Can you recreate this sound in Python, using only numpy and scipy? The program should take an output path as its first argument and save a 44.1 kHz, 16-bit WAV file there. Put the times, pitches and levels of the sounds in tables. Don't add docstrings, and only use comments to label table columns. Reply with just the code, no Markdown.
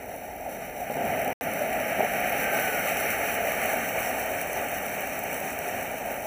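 import sys
import numpy as np
from scipy import signal
from scipy.fft import rfft, irfft
from scipy.io import wavfile
from scipy.ndimage import uniform_filter1d

SR = 44100
rng = np.random.default_rng(int(sys.argv[2]) if len(sys.argv) > 2 else 0)


def attenuation_scalar(level_db):
    decades = np.asarray(level_db, float) / 20
    return 10 ** decades


def materialize(psi):
    bounded = np.clip(np.atleast_2d(psi).T, -1, 1)
    quanta = np.round(bounded * 32767).astype(np.int16)
    wavfile.write(sys.argv[1], SR, quanta)


N = 276066
TIME = np.arange(N) / SR
HZ = np.fft.rfftfreq(N, 1 / SR)


# (time [s], level [dB])
BURN = [(0, -47), (.4, -46.5), (.52, -44), (.75, -44), (1.0, -40), (1.17, -36), (1.3, -36), (1.67, -35.5),
        (1.85, -33.5), (2.35, -31.5), (2.9, -30.5), (3.5, -31), (3.9, -34), (4.4, -35), (4.8, -36.5),
        (5.3, -37), (5.95, -38.5), (6.26, -40)]
EDGES_HZ = (100, 330, 1050, 3450, 15600)
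# (level at full burn [dB], slope [dB per dB of burn], flare gain [dB], spark ring gain [dB])
PARTS = [
    (-40, 0.49, 6.5, -1.85),
    (-29.5, 0.5754, 5, 0.17),
    (-30, 1, 0, 0),
    (-36.5, 0.67, -2, 2.5),
]
# (shared [dB], own [dB])
FLUTTER = [
    (0.74, 0),
    (-0.1, 1.3),
    (0.92, 0.7),
    (1, 0.98),
]


def jets():
    full_burn_db = -30
    burn_db = np.interp(TIME, *np.transpose(BURN)) - full_burn_db
    flare = swell(start_s=0.92, attack_s=0.085, decay_s=0.61)
    ring = swell(start_s=2.16, attack_s=0.41, decay_s=3.2)
    sparks = np.diff(crackle(per_s=500, scatter_db=8.5, tail_s=0.00047), prepend=0)
    gas = rng.standard_normal(N) + attenuation_scalar(-6.0) * unit(sparks)
    sputter = walk(21.93)
    out = np.zeros(N)
    for k, (full_db, slope, flare_db, ring_db) in enumerate(PARTS):
        shared_db, own_db = FLUTTER[k]
        flutter_db = shared_db * sputter + own_db * walk(25.01)
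        part_db = full_db + slope * burn_db + flare_db * flare + ring_db * ring
        out += attenuation_scalar(part_db + flutter_db) * posed(gas, EDGES_HZ[k], EDGES_HZ[k + 1])
    return out


def crackle(per_s, scatter_db, tail_s):
    loudness_db = scatter_db * np.minimum(rng.exponential(size=N), 3.5)
    burst = (rng.random(N) < per_s / SR) * attenuation_scalar(loudness_db)
    tail = signal.lfilter([1], [1, -np.exp(-1 / (tail_s * SR))], burst)
    return unit(tail * rng.standard_normal(N))


# (time [s], peak [dB])
POPS = [(1.0525, -20), (1.1937, -22), (1.2171, -20), (1.247, -18), (1.279, -20), (2.0188, -27),
        (2.2034, -16), (2.296, -20), (2.4256, -32), (2.7412, -27), (2.793, -28), (2.809, -26),
        (3.1088, -21), (3.1836, -16), (3.5194, -13), (3.658, -11), (3.7434, -22), (4.238, -17),
        (4.3154, -27), (4.38, -26), (4.4144, -15), (4.4726, -23), (4.5755, -26), (4.612, -29),
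        (4.6952, -20), (4.822, -24), (5.3672, -22), (5.589, -16), (6.0593, -19.5), (6.142, -21)]


def pops():
    faint_count, faint_db, spread_db = 16, -38, 8
    when, size = rng.random((faint_count, 2)).T
    faint = list(zip(when * N / SR, faint_db + spread_db * (2 * size - 1)))
    flashes = np.diff(bursts(POPS + faint, decay_s=0.0015), prepend=0)
    return attenuation_scalar(-53) * posed(flashes, 2500, EDGES_HZ[-1])


# (time [s], peak [dB])
PUFFS = [(0.461, -24), (0.477, -28), (0.489, -19.5), (0.9, -21), (0.916, -21.5), (0.97, -20.5),
         (0.991, -29), (1.994, -15.5), (2.005, -12.5), (2.028, -15), (4.294, -30), (4.313, -21)]


def puffs():
    return attenuation_scalar(-45.5) * posed(bursts(PUFFS, decay_s=0.0041), 90, 1100)


# (time [s], pitch [Hz], level [dB])
SPIN = [
    (1.41, 495, -44),
    (1.5, 520, -39),
    (1.62, 590, -37),
    (1.85, 650, -37),
    (2.05, 675, -38),
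    (2.25, 725, -35),
    (2.32, 748, -40),
    (2.4, 770, -58),
]


def wheel_hum():
    return tone(SPIN)


# (time [s], pitch [Hz], level [dB])
WHISTLE = [
    (2.38, 1550, -58),
    (2.42, 1560, -39),
    (2.54, 1552, -38),
    (2.68, 1497, -38),
    (2.8, 1440, -39),
    (2.85, 1425, -58),
]


def rocket_whistle():
    return tone(WHISTLE)


# (frequency [Hz], density [dB per Hz])
NIGHT = [(12, -38), (20, -27), (43, -7), (76, -5), (140, -7), (160, -1), (210, -31), (350, -120)]


def night():
    spectrum = rfft(rng.standard_normal(N)) * attenuation_scalar(shape_db(NIGHT, HZ)) * (HZ < 100)
    return attenuation_scalar(-53 + walk(2.85)) * unit(irfft(spectrum, N))


# (frequency [Hz], density [dB per Hz])
JET = [(60.0, -22.6), (240.0, -9.4), (460.0, -8.8), (680.0, 0.4), (1390.0, -12.6), (2330.0, -8.2),
       (2890.0, -17.1), (4150.0, -33.4), (6090.0, -21.1), (7110.0, -26.2), (11250.0, -25.0),
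       (12500.0, -30.6), (14370.0, -19.9), (15370.0, -18.8)]
# (frequency [Hz], width [Hz], depth phone level [dB], depth phone tilted [dB])
NOTCHES = [(330, 80, -6, -6), (1030, 290, -18, -14), (1280, 100, -4, -4), (2080, 150, -1, -4),
           (2660, 150, -4, -3), (3420, 380, -17, -17), (3960, 220, -4, -7), (4570, 300, -10, -12),
           (4860, 300, -15, -15), (5170, 400, -27, -27), (6750, 900, -13, -7), (6980, 250, -2, -13),
           (8130, 360, -11, -2), (8550, 640, -10, -7), (9560, 570, -6, -7), (10610, 260, -3, -3),
           (11700, 870, 0, -5), (13610, 560, -4, -3)]


def heard(x, pose):
    hz = np.linspace(0, SR / 2, 2049)
    db = shape_db(JET, hz)
    for f, width, *depth_db in NOTCHES:
        db = db + depth_db[pose] * np.exp(-(2 * (hz - f) / width) ** 2)
    return causal(x, db)


def posed(x, lo_hz, hi_hz):
    start_s, end_s = 3.1, 3.94
    tilt = np.clip((TIME - start_s) / (end_s - start_s), 0, 1)
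    level, tilted = (unit(band(heard(x, pose), lo_hz, hi_hz)) for pose in range(2))
    return level + tilt * (tilted - level)


def bursts(table, decay_s):
    size = 2048
    out = np.zeros(N + size)
    envelope = np.exp(-np.arange(size) / SR / decay_s)
    for (s, db), noise in zip(table, rng.standard_normal((len(table), size))):
        start = int(s * SR)
        out[start:start + size] += attenuation_scalar(db) * noise * envelope
    return out[:N]


def tone(table):
    s, hz, db = np.transpose(table)
    pitch_hz = np.interp(TIME, s, hz) * (1 + 0.003 * walk(30))
    phase = 2 * np.pi * np.cumsum(pitch_hz) / SR
    level_db = np.interp(TIME, s, db, left=-120, right=-120) + walk(20)
    return attenuation_scalar(level_db) * np.sqrt(2) * np.sin(phase)


def swell(start_s, attack_s, decay_s):
    late = np.maximum(TIME - start_s, 0)
    return np.minimum(late / attack_s, 1) * np.exp(-np.maximum(late - attack_s, 0) / decay_s)


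def walk(rate):
    k = int(SR / rate)
    held = np.repeat(rng.standard_normal(N // k + 1), k)
    return 1.13 * uniform_filter1d(uniform_filter1d(held, k), k)[:N]


def unit(x):
    return x / np.sqrt(np.mean(x ** 2))


def shape_db(table, hz):
    f, db = np.transpose(table)
    return np.interp(np.log(hz + 1), np.log(f), db)


def causal(x, db):
    cep = irfft(db * np.log(10) / 20)
    half = len(cep) // 2
    cep[1:half] *= 2
    cep[half + 1:] = 0
    response = irfft(np.exp(rfft(cep)))[:half]
    return signal.fftconvolve(x, response)[:N]


def band(x, lo_hz, hi_hz):
    return irfft(rfft(x) * (HZ >= lo_hz) * (HZ < hi_hz), N)


def scene():
    mix = jets() + pops() + puffs() + wheel_hum() + rocket_whistle() + night()
    return mix[None]


# (frequency [Hz], level re mean hiss [dB])
LOSS_BAR = [(2800, -40), (3200, -11), (4200, -11), (4900, -17), (5400, -13), (7000, -8.5), (9000, -8.5),
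            (12000, -6.5), (14000, -7)]


def thinned(x):
    f, _, z = signal.stft(x, SR, nperseg=2048)
    size = np.abs(z)
    near = uniform_filter1d(uniform_filter1d(size, size=3, axis=0), size=2, axis=1)
    hiss = uniform_filter1d(size[(f > 5400) & (f < 14800)].mean(axis=0), size=5)
    chance = uniform_filter1d(rng.standard_normal((len(f) // 16 + 1, z.shape[1])), size=3, axis=1)
    scatter_db = 5 * np.repeat(chance, 16, axis=0)[:len(f)]
    bar_db = np.interp(f, *np.transpose(LOSS_BAR))[:, None] + scatter_db
    gain = np.where(near > hiss * attenuation_scalar(bar_db), 1, attenuation_scalar(-40))
    return signal.istft(z * gain, SR, nperseg=2048)[1][:N]


def low_pass(x):
    return signal.sosfilt(signal.butter(12, 16640, fs=SR, output="sos"), x)


def record(dry):
    x = thinned(dry[0])[None]
    top_hz = 15270
    x = signal.sosfilt(signal.ellip(10, 0.2, 38, top_hz, fs=SR, output="sos"), x)
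    gone_s, back_s = 1.3308, 1.4105
    gone = (TIME > gone_s) & (TIME < back_s)
    tail = attenuation_scalar(-42) * np.exp(-np.abs(TIME - gone_s) / 0.003)
    x = x * np.where(gone, tail, 1)
    return low_pass(x)


dry = scene()
out = record(dry)
materialize(out)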